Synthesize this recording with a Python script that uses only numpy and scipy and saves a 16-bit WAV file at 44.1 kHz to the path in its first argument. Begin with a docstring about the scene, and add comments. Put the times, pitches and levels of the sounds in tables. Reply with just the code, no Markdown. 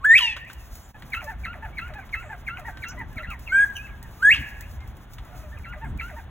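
"""Bobwhite quail in a wood and wire pen on a farm. A loud rising whistle opens and breaks into a hoarse fall.
At 0.9 s the background dips; from 1.1 s come three-part chirps and arched coos, with a faint far whistle at 2.7 s.
Loud whistles return at 3.5 and 4.2 s, the last breaking briefly, and two more chirps close. Voices are harmonic
stacks on gliding pitches, answered by boards and far walls; thin high notes and a 6 kHz scratch are sines.
Throughout, noise clicks make claw ticks and dull knocks, and shaped noise a flickering treble, air and low rumble."""
import sys
import numpy as np
from scipy import signal
from scipy.fft import rfft, irfft, next_fast_len
from scipy.io import wavfile
from scipy.ndimage import uniform_filter1d, minimum_filter1d, map_coordinates

SR = 44100
rng = np.random.default_rng(int(sys.argv[2]) if len(sys.argv) > 2 else 0)


def int16_out(signal):
    """Quantize to a 16-bit WAV file."""
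    q = np.round(np.clip(np.atleast_2d(signal).T, -1, 1) * 32767)
    wavfile.write(sys.argv[1], SR, q.astype(np.int16))


N = 277830  # samples, 6.3 s

# Whistles, three near and one far; upsweep_hz may be negative, levels are before the pen's answer:
# start_s, length_s, pitch_hz, climb_hz_per_s, scoop_hz, upsweep_hz, onset_db, early_db, crest_db, end_db
WHISTLES = [(0.044, 0.13, 1676, 1953, 545.3, 743.5, -11.5, -18.5, -3.5, -7.5),
            (2.697, .14, 1565, -200, 110, 0.5, -55, -46, -49.5, -48.5),
            (3.519, .13, 1541, 1153, 181.5, -37.5, -17.5, -11.5, -13, -11),
            (4.224, 0.11, 1573, 2307, 304, 1077.5, -15.5, -7.5, -6.5, -9.5)]
# The voice breaking after a whistle; pitch_hz is where the plunge lands, before the sag:
# start_s, length_s, pitch_hz, burst_db, tail_db
BREAKS = [(0.169, 0.17, 1044, -15, -18.5), (4.331, 0.077, 832, -23.5, -28.5)]
# What throat and bill pass of a whistle's overtones, before a trim: frequency_hz, gain_db
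WHISTLE_OVERTONES = [(2500, -18), (3400, -36), (4300, -22), (5000, -52), (6200, -44), (7200, -33.5),
                     (8000, -28), (9000, -41.5), (10000, -43), (12000, -57.5), (15000, -45.5)]
# What they pass of the broken voice, before a trim: frequency_hz, gain_db
HOARSE_COLOUR = [(800, -18.5), (1100, -9), (1700, -21.5), (2100, -17.5), (2600, 6), (3100, 1), (3700, -15),
                 (5500, -19), (7000, -28.5), (8500, -26), (11000, -33), (15000, -35.5)]


def whistles():
    """Almost pure gliding tones; after two of them the voice breaks into a falling, rough harmonic stack."""
    def whistle_colour(k, hz):
        return 0 if k == 1 else along(WHISTLE_OVERTONES, hz) - 1.5

    def hoarse_colour(k, hz):
        return along(HOARSE_COLOUR, hz) - 1

    out = np.zeros(N)
    for row in WHISTLES:
        call = syrinx(whistle(*row), whistle_colour,
                      jitter=.011, shimmer_db=1.1, rasp=.07, flutter_db=.3, hiss_db=-36)
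        add(out, *call)
    for row in BREAKS:
        call = syrinx(voice_break(*row), hoarse_colour,
                      jitter=.022, shimmer_db=2.5, rasp=.14, flutter_db=2, hiss_db=-28)
        add(out, *call)
    return out


# a faint glide comes before the full voice
LEAD_IN_S, LEAD_IN_DB, ATTACK_S, RELEASE_S = .036, -25.5, 0.011, .009
SCOOP_S, SWEEP_S, SWEEP_BEFORE_END_S = 0.0046, .0068, .019
EARLY_SHARE, CREST_SHARE = 0.24, .55  # of a whistle's length


def whistle(s, length, hz, climb, scoop_hz, sweep_hz, onset_db, early_db, crest_db, end_db):
    """The pitch scoops up, drifts steadily and sweeps at the end: rows of start_s, pitch_hz, level_db."""
    t = np.arange(-LEAD_IN_S, length + RELEASE_S, 1 / SR)
    scoop = scoop_hz * step(-t / SCOOP_S)
    sweep = sweep_hz * step((t - length + SWEEP_BEFORE_END_S) / SWEEP_S)
    pitch = hz + climb * t - scoop + sweep
    faint_db = onset_db + LEAD_IN_DB
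    level = envelope(
        t,
        (t[0], faint_db - 12.5), (-ATTACK_S / 2, faint_db),
        (ATTACK_S / 2, onset_db), (2 * ATTACK_S, onset_db),
        (EARLY_SHARE * length, early_db), (CREST_SHARE * length, crest_db),
        (length - 2 * SWEEP_BEFORE_END_S, end_db), (length - RELEASE_S / 2, end_db),
        (t[-1], end_db - 21))
    return np.column_stack([s + t, pitch, level])


BREAK_DROP_HZ, BREAK_DROP_S, BREAK_SAG_HZ_PER_S = 825, .024, 1280
BURST_ATTACK_S, BURST_S, BURST_RELEASE_S, BREAK_FADE_DB = .006, .02, .008, 17.5


def voice_break(s, length, hz, burst_db, tail_db):
    """A harsh burst on a plunging pitch, then a sagging, fading tail."""
    t = np.arange(0, length, 1 / SR)
    plunge = BREAK_DROP_HZ * np.exp(-(t / BREAK_DROP_S) ** 2)
    pitch = hz + plunge - BREAK_SAG_HZ_PER_S * t
    level = envelope(
        t,
        (0, burst_db - 13.5), (BURST_ATTACK_S, burst_db), (BURST_S, burst_db),
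        (BURST_S + BURST_RELEASE_S, tail_db - 8),
        (length / 3, tail_db), (length, tail_db - BREAK_FADE_DB))
    return np.column_stack([s + t, pitch, level])


SKIRT_PER_PARTIAL = .11  # extra roughness of each higher partial


def syrinx(track_rows, partial_db, jitter, shimmer_db, rasp, flutter_db, hiss_db, count=12):
    """One call as (start s, sound): a harmonic stack on a gliding, slightly shaky pitch."""
    s, hz, db = np.transpose(track_rows)
    s = np.maximum.accumulate(s)
    t = np.arange(s[0], s[-1], 1 / SR)
    pitch = uniform_filter1d(np.interp(t, s, hz), size=160)
    # the membranes lose their steadiness in fast glides
    glide = uniform_filter1d(np.abs(np.gradient(np.log(pitch))) * SR, size=400)
    unsteady = 0.018 + np.minimum(glide / 9, 1)
    pitch = pitch * (1 + jitter * unsteady * wobble(700, len(t)))
    phase = 2 * np.pi * np.cumsum(pitch) / SR
    # bright hiss of air through the bill
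    stack = amp(hiss_db) * unsteady * np.diff(rng.standard_normal(len(t) + 1))
    for k in range(1, count + 1):
        # turbulence spreads each partial into a noisy skirt, the high ones most
        roughness = rasp * (unsteady + SKIRT_PER_PARTIAL * (k - 1)) * k
        carrier = 1 + roughness * (wobble(1100, len(t)) + 1j * wobble(1100, len(t)))
        carrier = carrier / np.sqrt(np.mean(np.abs(carrier) ** 2))
        gain = amp(partial_db(k, k * pitch) + flutter_db * wobble(89.8, len(t)))
        gain = gain * (k * pitch < SR / 2)
        stack += gain * np.imag(carrier * np.exp(1j * k * phase))
    fade = np.clip(np.minimum(t - s[0], s[-1] - t) / 0.0018, 0, 1)
    level_db = np.interp(t, s, db) + shimmer_db * unsteady * wobble(400, len(t))
    return s[0], stack * fade * amp(level_db)


# Chirps, a sharp pit, a held note and a falling slur; levels are before the voice colour and waver:
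# pit_s, start_pitch_hz, held_pitch_hz, pit_db, held_db, slur_start_s, slur_db
CHIRPS = [(1.142, 2060, 1246, -23, -26.5, 1.207, -33.5), (1.457, 2060, 1265, -25.5, -31, 1.529, -37.5),
          (1.792, 2060, 1250, -25.5, -31.5, 1.874, -38), (2.148, 2060, 1240, -24, -29.5, 2.221, -38.5),
          (2.487, 2100, 1263, -27, -31, 2.569, -37.5), (2.843, 2100, 1284, -27, -30.5, 2.916, -39),
          (3.188, 2060, 1312, -27, -33, 3.25, -57.5), (3.484, 2600, 2084, -28.5, -37.5, 3.592, -37.5),
          (3.775, 2800, 2420, -14.5, -43.5, 3.868, -45), (5.656, 2150, 1283, -42, -34.5, 5.724, -36),
          (6.008, 2200, 1268, -31, -31, 6.087, -41)]
# Arched coos, after the chirps and from the covey; length_s is the fall after the top:
# top_s, top_pitch_hz, length_s, droop_share, level_db
COOS = [(0.951, 853, 0.018, .05, -44), (1.102, 843, .06, 0.089, -49), (1.287, 903, .055, 0.24, -31.5),
        (1.638, 905, 0.045, 0.32, -33.5), (1.965, 847.5, 0.062, 0.17, -34.5), (2.311, 876, .055, .3, -32.5),
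        (2.666, 963, .05, 0.36, -31.5), (2.99, 1016, 0.054, 0.27, -33), (3.175, 660, .08, 0.22, -40),
        (3.239, 2030, .025, 0.3, -38), (3.292, 1412, .07, 0.42, -31.5), (5.259, 681, .06, 0.145, -45),
        (5.334, 742, .05, 0.28, -46), (5.41, 639, .09, 0.11, -42.5), (5.539, 1830, 0.067, 0.6, -44),
        (5.83, 902, 0.055, 0.29, -35), (6.177, 932, 0.037, 0.25, -37)]
# What throat and bill pass of the soft voice, before tilt and trims: frequency_hz, gain_db
SOFT_COLOUR = [(550, -3), (850, -2), (1100, -8), (1290, -6), (1400, -1.5), (1750, 3), (2100, 3),
               (2560, 4.5), (2800, -8.5), (3200, -16), (4200, -12.5), (4900, -33), (6500, -15.5),
               (8000, -34), (14000, -24.5)]


def soft_calls(tilt_db=6.0):
    """Soft contact calls, chirps and arched coos, sung by the same harmonic voice with a breathier tone."""
    def colour(k, hz):
        # the first two partials are strong, the rest fall away
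        return along(SOFT_COLOUR, hz) - 3.5 - tilt_db * np.log2(k) - 7 * (k > 2) + 3 * (k == 2)

    calls = [chirp(*row) for row in CHIRPS]
    calls += [coo(*row) for row in [*COOS, *murmurs()]]
    out = np.zeros(N)
    for rows in calls:
        call = syrinx(wavering(rows), colour,
                      jitter=.026, shimmer_db=2.6, rasp=.17, flutter_db=2.2, hiss_db=-32)
        add(out, *call)
    return out


PIT_LEAD_S, PIT_ATTACK_S, PIT_SWELL_DB = .022, 0.0065, 7.5
PIT_DROP_S, PIT_SAG_HZ_PER_S, PIT_DECAY_S = 0.0022, 13000, 0.004
HOLD_RELEASE_S, REBOUND_HZ_PER_S = 0.043, 3000
# the slur sinks towards this share of the held pitch
SLUR_SHARE, SLUR_FALL_S, SLUR_S, SLUR_FADE_DB = .39, .013, .065, 5.5


def chirp(s, start_hz, held_hz, pit_db, held_db, slur_s, slur_db):
    """The pit snaps down to a held note that creeps up, then slurs away below."""
    hold = slur_s - s
    t = np.arange(-PIT_LEAD_S, hold + SLUR_S, 1 / SR)
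    dropped = step(t / PIT_DROP_S)
    pit = start_hz - PIT_SAG_HZ_PER_S * t
    held = held_hz + REBOUND_HZ_PER_S * np.minimum(t, hold)
    slur = SLUR_SHARE + (1 - SLUR_SHARE) * np.exp(-np.maximum(t - hold, 0) / SLUR_FALL_S)
    pitch = ((1 - dropped) * pit + dropped * held) * slur
    level = envelope(
        t,
        (t[0], pit_db - 2 * PIT_SWELL_DB), (-2 * PIT_ATTACK_S, pit_db - PIT_SWELL_DB),
        (-PIT_ATTACK_S, pit_db), (PIT_DECAY_S, held_db),
        (hold - HOLD_RELEASE_S, held_db), (hold, slur_db), (t[-1], slur_db - SLUR_FADE_DB))
    return np.column_stack([s + t, pitch, level])


# run-up and width of the arch as shares of the length; fade at both ends
COO_RISE_SHARE, COO_ARCH_SHARE, COO_EDGE_DB = .4, .65, 19.5
COO_ATTACK_S, COO_SWELL_DB = 0.0069, 6.5  # a sudden swell near the top


def coo(s, hz, length, droop, db):
    """A quick rise and a slower fall of pitch; the level fades at both ends."""
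    t = np.arange(-COO_RISE_SHARE * length, length, 1 / SR)
    arch = np.exp(-(t / (COO_ARCH_SHARE * length)) ** 2)
    pitch = hz * (1 - droop * (1 - arch))
    attack = envelope(
        t, (t[0], db - COO_EDGE_DB), (-2 * COO_ATTACK_S, db - COO_SWELL_DB), (-COO_ATTACK_S, db))
    fade = COO_EDGE_DB * (np.maximum(t, 0) / length) ** 3
    return np.column_stack([s + t, pitch, attack - fade])


# Faint coos, a row of least and a row of most values:
# top_s, top_pitch_hz, length_s, droop_share, level_db
MURMUR_RANGE = [(1.0, 546, 0.044, 0.11, -50), (6.2, 1213, 0.08, .4, -48.5)]


def murmurs(count=14):
    """Faint coos at random moments, as rows for coo()."""
    return rng.uniform(*MURMUR_RANGE, (count, len(MURMUR_RANGE[0])))


def wavering(rows):
    """No two soft calls are quite alike: slow random drift of pitch and level."""
    s, hz, db = rows.T
    pitch = hz * (1 + 0.01235 * wobble(60, len(s)))
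    return np.column_stack([s, pitch, db + 1.5 * wobble(90, len(s))])


# Thin high notes and one short 6 kHz scratch; length_s is half the whole sound:
# middle_s, pitch_hz, length_s, level_db
HIGH_NOTES = [(0.846, 7100, 0.047, -57), (2.262, 7555, 0.12, -62), (2.896, 6070, 0.035, -42),
              (5.877, 8600, 0.062, -64)]


def high_notes():
    """Thin high notes and a short scratch: sines of unsteady pitch under a rounded swell."""
    out = np.zeros(N)
    for s, hz, length, db in HIGH_NOTES:
        size = int(2 * length * SR)
        phase = 2 * np.pi * np.cumsum(hz * (1 + 0.085 * wobble(1200, size))) / SR
        add(out, s - length, amp(db) * np.hanning(size) * np.sin(phase))
    return out


# Single echoes off nearby boards: delay_s, level_db
ECHOES = [(.0045, -26.5), (0.0099, -13), (0.018, -14.5)]
# Far buildings, rough enough to blur their answer; the blur begins 5 ms after: delay_s, level_db
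WALLS = [(.108, -29.5), (.305, -36.5)]
WALL_BLUR_S = 0.16  # t60
# Ring of the pen's boards: frequency_hz, t60_s
BOARDS = [(800, 0.041), (1800, 0.06), (2100, 0.17), (2400, 0.032), (4000, 0.07)]
# Long tail of the yard: frequency_hz, t60_s
YARD = [(300, 0.24), (1700, 0.83), (3000, .65), (8000, .55), (15000, 0.32)]


def pen(x, near_db, far_db):
    """Direct sound, single echoes, the short ring of the pen, the tail of the yard and far walls."""
    ring = tail(x, lambda hz: along(BOARDS, hz))
    yard = tail(x, lambda hz: along(YARD, hz))
    out = x + amp(near_db) * ring + amp(far_db) * yard
    for delay, db in ECHOES:
        add(out, delay, amp(db) * x)
    for delay, db in WALLS:
        add(out, delay, amp(db) * tail(x, lambda hz: np.full(hz.shape, WALL_BLUR_S)))
    return out


def tail(x, t60, apart=.35):
    """A diffuse answer, noise dying at t60 (a function of frequency), of energy 1 in its middle part."""
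    hz, t, z = signal.stft(rng.standard_normal((2, SR)), SR, nperseg=256)
    decay = signal.istft(z * amp(-60 * t / t60(hz)[:, None]), SR, nperseg=256)[1]
    decay = decay / np.linalg.norm(decay[0])
    late = np.pad(x, (220, 0))  # 5 ms behind the direct sound
    mid, side = signal.fftconvolve(late[None], decay, axes=1)[:, :N]
    return np.array([mid + apart * side, mid - apart * side])


# The sharpest claw ticks on wire and grit, before a common gain: start_s, level_db
TICKS = [(.5322, -34.5), (.7537, -34.5), (1.2421, -33.5), (2.5965, -39), (2.8848, -33), (3.3034, -37),
         (3.3927, -38), (4.0282, -34.5), (4.6089, -32), (4.8768, -43), (5.1352, -35.5)]
# Colour of a claw tick: frequency_hz, relative_db
CLAW = [(1500, -3.5), (3500, -2.5), (6500, -0.5), (9000, -1), (12000, -2), (15500, 5.5)]


def claw_ticks():
    """Hard claws on wire and grit: very short bright clicks with a scrape."""
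    events = np.vstack([TICKS, grit(mean_db=-49.0, spread_db=10.5)])
    return contacts(events, CLAW, t60=0.009, scrape_db=-1.5, scrape_t60=0.071, gain_db=-5.5)


def grit(mean_db, spread_db, count=45):
    """Faint ticks at random moments: rows of start_s, level_db."""
    return rng.random((count, 2)) * [N / SR, spread_db] + [0, mean_db - spread_db / 2]


# Dull knocks, before a common gain: start_s, level_db
KNOCKS = [(.365, -26), (.5, -33.5), (1.022, -36), (1.937, -36.5), (2.092, -42), (2.772, -34), (4.805, -41),
          (5.184, -36)]
# Colour of a dull knock: frequency_hz, relative_db
KNOCK_COLOUR = [(150, -12), (700, -3), (1600, 9), (2500, 1), (3700, -0.5), (5000, -9.5), (14000, -23.5)]


def dull_knocks():
    """Knocks duller and slightly longer than the ticks, with a woody middle."""
    return contacts(KNOCKS, KNOCK_COLOUR, t60=0.021, scrape_db=0.5, scrape_t60=0.11, gain_db=-10.5)


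def contacts(events, colour, t60, scrape_db, scrape_t60, gain_db):
    """Each contact is coloured noise: a dry click with a longer, grainy scrape."""
    out, t = np.zeros((2, N)), np.arange(SR // 5) / SR
    for s, db in events:
        click = amp(-60 * t / t60)
        scrape = amp(scrape_db - 60 * t / scrape_t60 + 1.3 * wobble(300, len(t)))
        add(out, s, amp(db + gain_db) * noise(colour, len(t)) * (click + scrape))
    return out


# Slow swells of the treble, on top of its steady level: middle_s, length_s, level_db
TREBLE_SWELLS = [(0.711, 0.35, -57), (1.15, 0.39, -60), (2.123, 0.37, -64.5), (2.655, 0.43, -62.5),
                 (3.684, 0.75, -60.5), (4.481, .45, -54.5), (5.372, 0.48, -57.5), (6.103, .2, -61)]
# Colour of the treble noise: frequency_hz, relative_db
TREBLE = [(1500, -21), (4000, -5.5), (6500, -1), (8000, -7.5), (11000, -4.5), (15500, -1)]
TREBLE_DB, TREBLE_FLICKER_DB = -67.5, 7


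def flickering_treble(dip_db):
    """Bright noise of randomly flickering level, with slow swells."""
    body = amp(TREBLE_DB) + sum(amp(db) * swell(s, length) for s, length, db in TREBLE_SWELLS)
    flicker_db = TREBLE_FLICKER_DB * np.tanh(wobble(30, N))
    return body * amp(dip_db + flicker_db) * noise(TREBLE, N, apart=0.033)


# Colour of the even air: frequency_hz, relative_db
AIR = [(100, -13.5), (300, 3.5), (480, 0), (750, 4.5), (1100, 1.5), (1600, 0.5), (2500, -8.5), (3500, -9.5),
       (5000, -29.5), (8000, -34), (15000, -30)]
AIR_DB, EARLY_AIR_DB = -52, -3  # the second is added before the dip


def air(early, dip_db):
    """Even outdoor air: broad noise of gently wandering level."""
    level_db = AIR_DB + EARLY_AIR_DB * early + dip_db + 0.92 * wobble(6.8, N)
    return amp(level_db) * noise(AIR, N, apart=0.32)


# Colour of the deep rumble: frequency_hz, relative_db
RUMBLE = [(12, -36.5), (20, -10), (59, 4.5), (130, -10.5), (170, -38.5), (290, -120)]
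# Colour of the dull thud band above it: frequency_hz, relative_db
THUD = [(70, -28.5), (120, 3.5), (170, -3.5), (240, -5), (330, -15.5), (600, -39), (1200, -83)]
# Dull bumps; level_db is in the thud band, the rumble adds a gain: middle_s, length_s, level_db
BUMPS = [(3.003, 0.13, -45), (3.17, 0.018, -38), (3.288, 0.015, -38), (4.402, 0.039, -38),
         (5.875, 0.075, -39.5), (5.949, 0.057, -35)]
RUMBLE_DB, RUMBLE_SWING_DB, THUD_DB, BUMP_RUMBLE_DB = -41, 2.5, -50.5, 2.5
EARLY_LOW_DB = -5.5  # added before the dip


def low_rumble(early, dip_db):
    """Two bands of low noise of wandering level, both swelling with the bumps."""
    low_db = EARLY_LOW_DB * early + dip_db
    bumps = sum(amp(db) * swell(s, length) for s, length, db in BUMPS)
    rumble_gain = amp(RUMBLE_DB + low_db + RUMBLE_SWING_DB * wobble(12, N))
    rumble = (rumble_gain + amp(BUMP_RUMBLE_DB) * bumps) * noise(RUMBLE, N, apart=.17)
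    thud_gain = amp(THUD_DB + low_db + 2 * wobble(25, N))
    thud = (thud_gain + bumps) * noise(THUD, N, apart=0.25)
    return rumble + thud


DIP_S, DIP_WIDTH_S, DIP_DB = .932, .028, -18


def background():
    """Treble, air and rumble; they dip briefly together, and air and rumble are quieter before the dip."""
    early = np.arange(N) / SR < DIP_S
    dip_db = DIP_DB * swell(DIP_S, DIP_WIDTH_S)
    return low_rumble(early, dip_db) + flickering_treble(dip_db) + air(early, dip_db)


def amp(db):
    """Decibels to gain."""
    return 10 ** (np.asarray(db) / 20)


def unit(x):
    """x at rms 1."""
    return x / np.sqrt(np.mean(x ** 2) + 1e-20)


def along(points, hz):
    """Read (frequency_hz, value) points on a log frequency axis."""
    f, v = np.transpose(points)
    return np.interp(np.log(hz + 1), np.log(f + 1), v)


def wobble(rate, size):
    """A smooth random curve, rate knots a second."""
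    knots = rng.standard_normal(int(size * rate / SR) + 4)
    return map_coordinates(knots, [np.arange(size) * rate / SR])


def step(u):
    """A smooth step from 0 to 1 around u = 0."""
    return .5 + .5 * np.tanh(u / 2)


def swell(s, length):
    """A bell around time s, length seconds wide at 1/e of its top, one value per sample."""
    return np.exp(-(2 * (np.arange(N) / SR - s) / length) ** 2)


def envelope(t, *corners):
    """Straight lines through (time_s, level_db) corners."""
    s, db = np.transpose(corners)
    return np.interp(t, np.maximum.accumulate(s), db)


def filtered(x, response):
    """x times a response of frequency."""
    size = x.shape[-1]
    m = next_fast_len(size + 8192)
    return irfft(rfft(x, m) * response(np.fft.rfftfreq(m, 1 / SR)), m)[..., :size]


def noise(spectrum, size, apart=0.1):
    """Coloured stereo noise of rms 1, mostly shared by the two sides."""
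    white = rng.standard_normal((2, size))
    mid, side = filtered(white, lambda hz: amp(along(spectrum, hz)))
    return unit(np.array([mid + apart * side, mid - apart * side]))


def add(track, s, sound):
    """Mix a sound into a track at time s."""
    start = int(np.clip(round(s * SR), 0, N - 1))
    track[..., start:start + sound.shape[-1]] += sound[..., :N - start]


def scene():
    """Calls in the pen, ticks, knocks and the background."""
    loud = pen(whistles(), near_db=-16, far_db=-19.5)
    soft = pen(soft_calls() + high_notes(), near_db=-5.5, far_db=-19)
    return loud + soft + claw_ticks() + dull_knocks() + background()


# The microphone pair, how far the left port leads the right: frequency_hz, lead_rad
LEAD = [(0, 0), (1300, .05), (1700, .5), (2000, .5), (2400, 1.15), (3700, 1.3), (4750, 3.14), (15900, 19.3)]
TOP_HZ = 15900


def record(dry):
    """Two close ports, the left one leading, a peak limiter and a steep band limit."""
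    def port_phase(hz):
        lead = np.interp(hz, *np.transpose(LEAD))
        return np.exp(1j * np.outer([.5, -.5], lead))

    ports = filtered(dry, port_phase)
    needed = np.minimum(1, .98 / (np.abs(ports).max(axis=0) + 1e-9))
    gain = uniform_filter1d(minimum_filter1d(needed, size=400), size=300)
    return filtered(ports * gain, lambda hz: hz < TOP_HZ)


dry = scene()
out = record(dry)
int16_out(out)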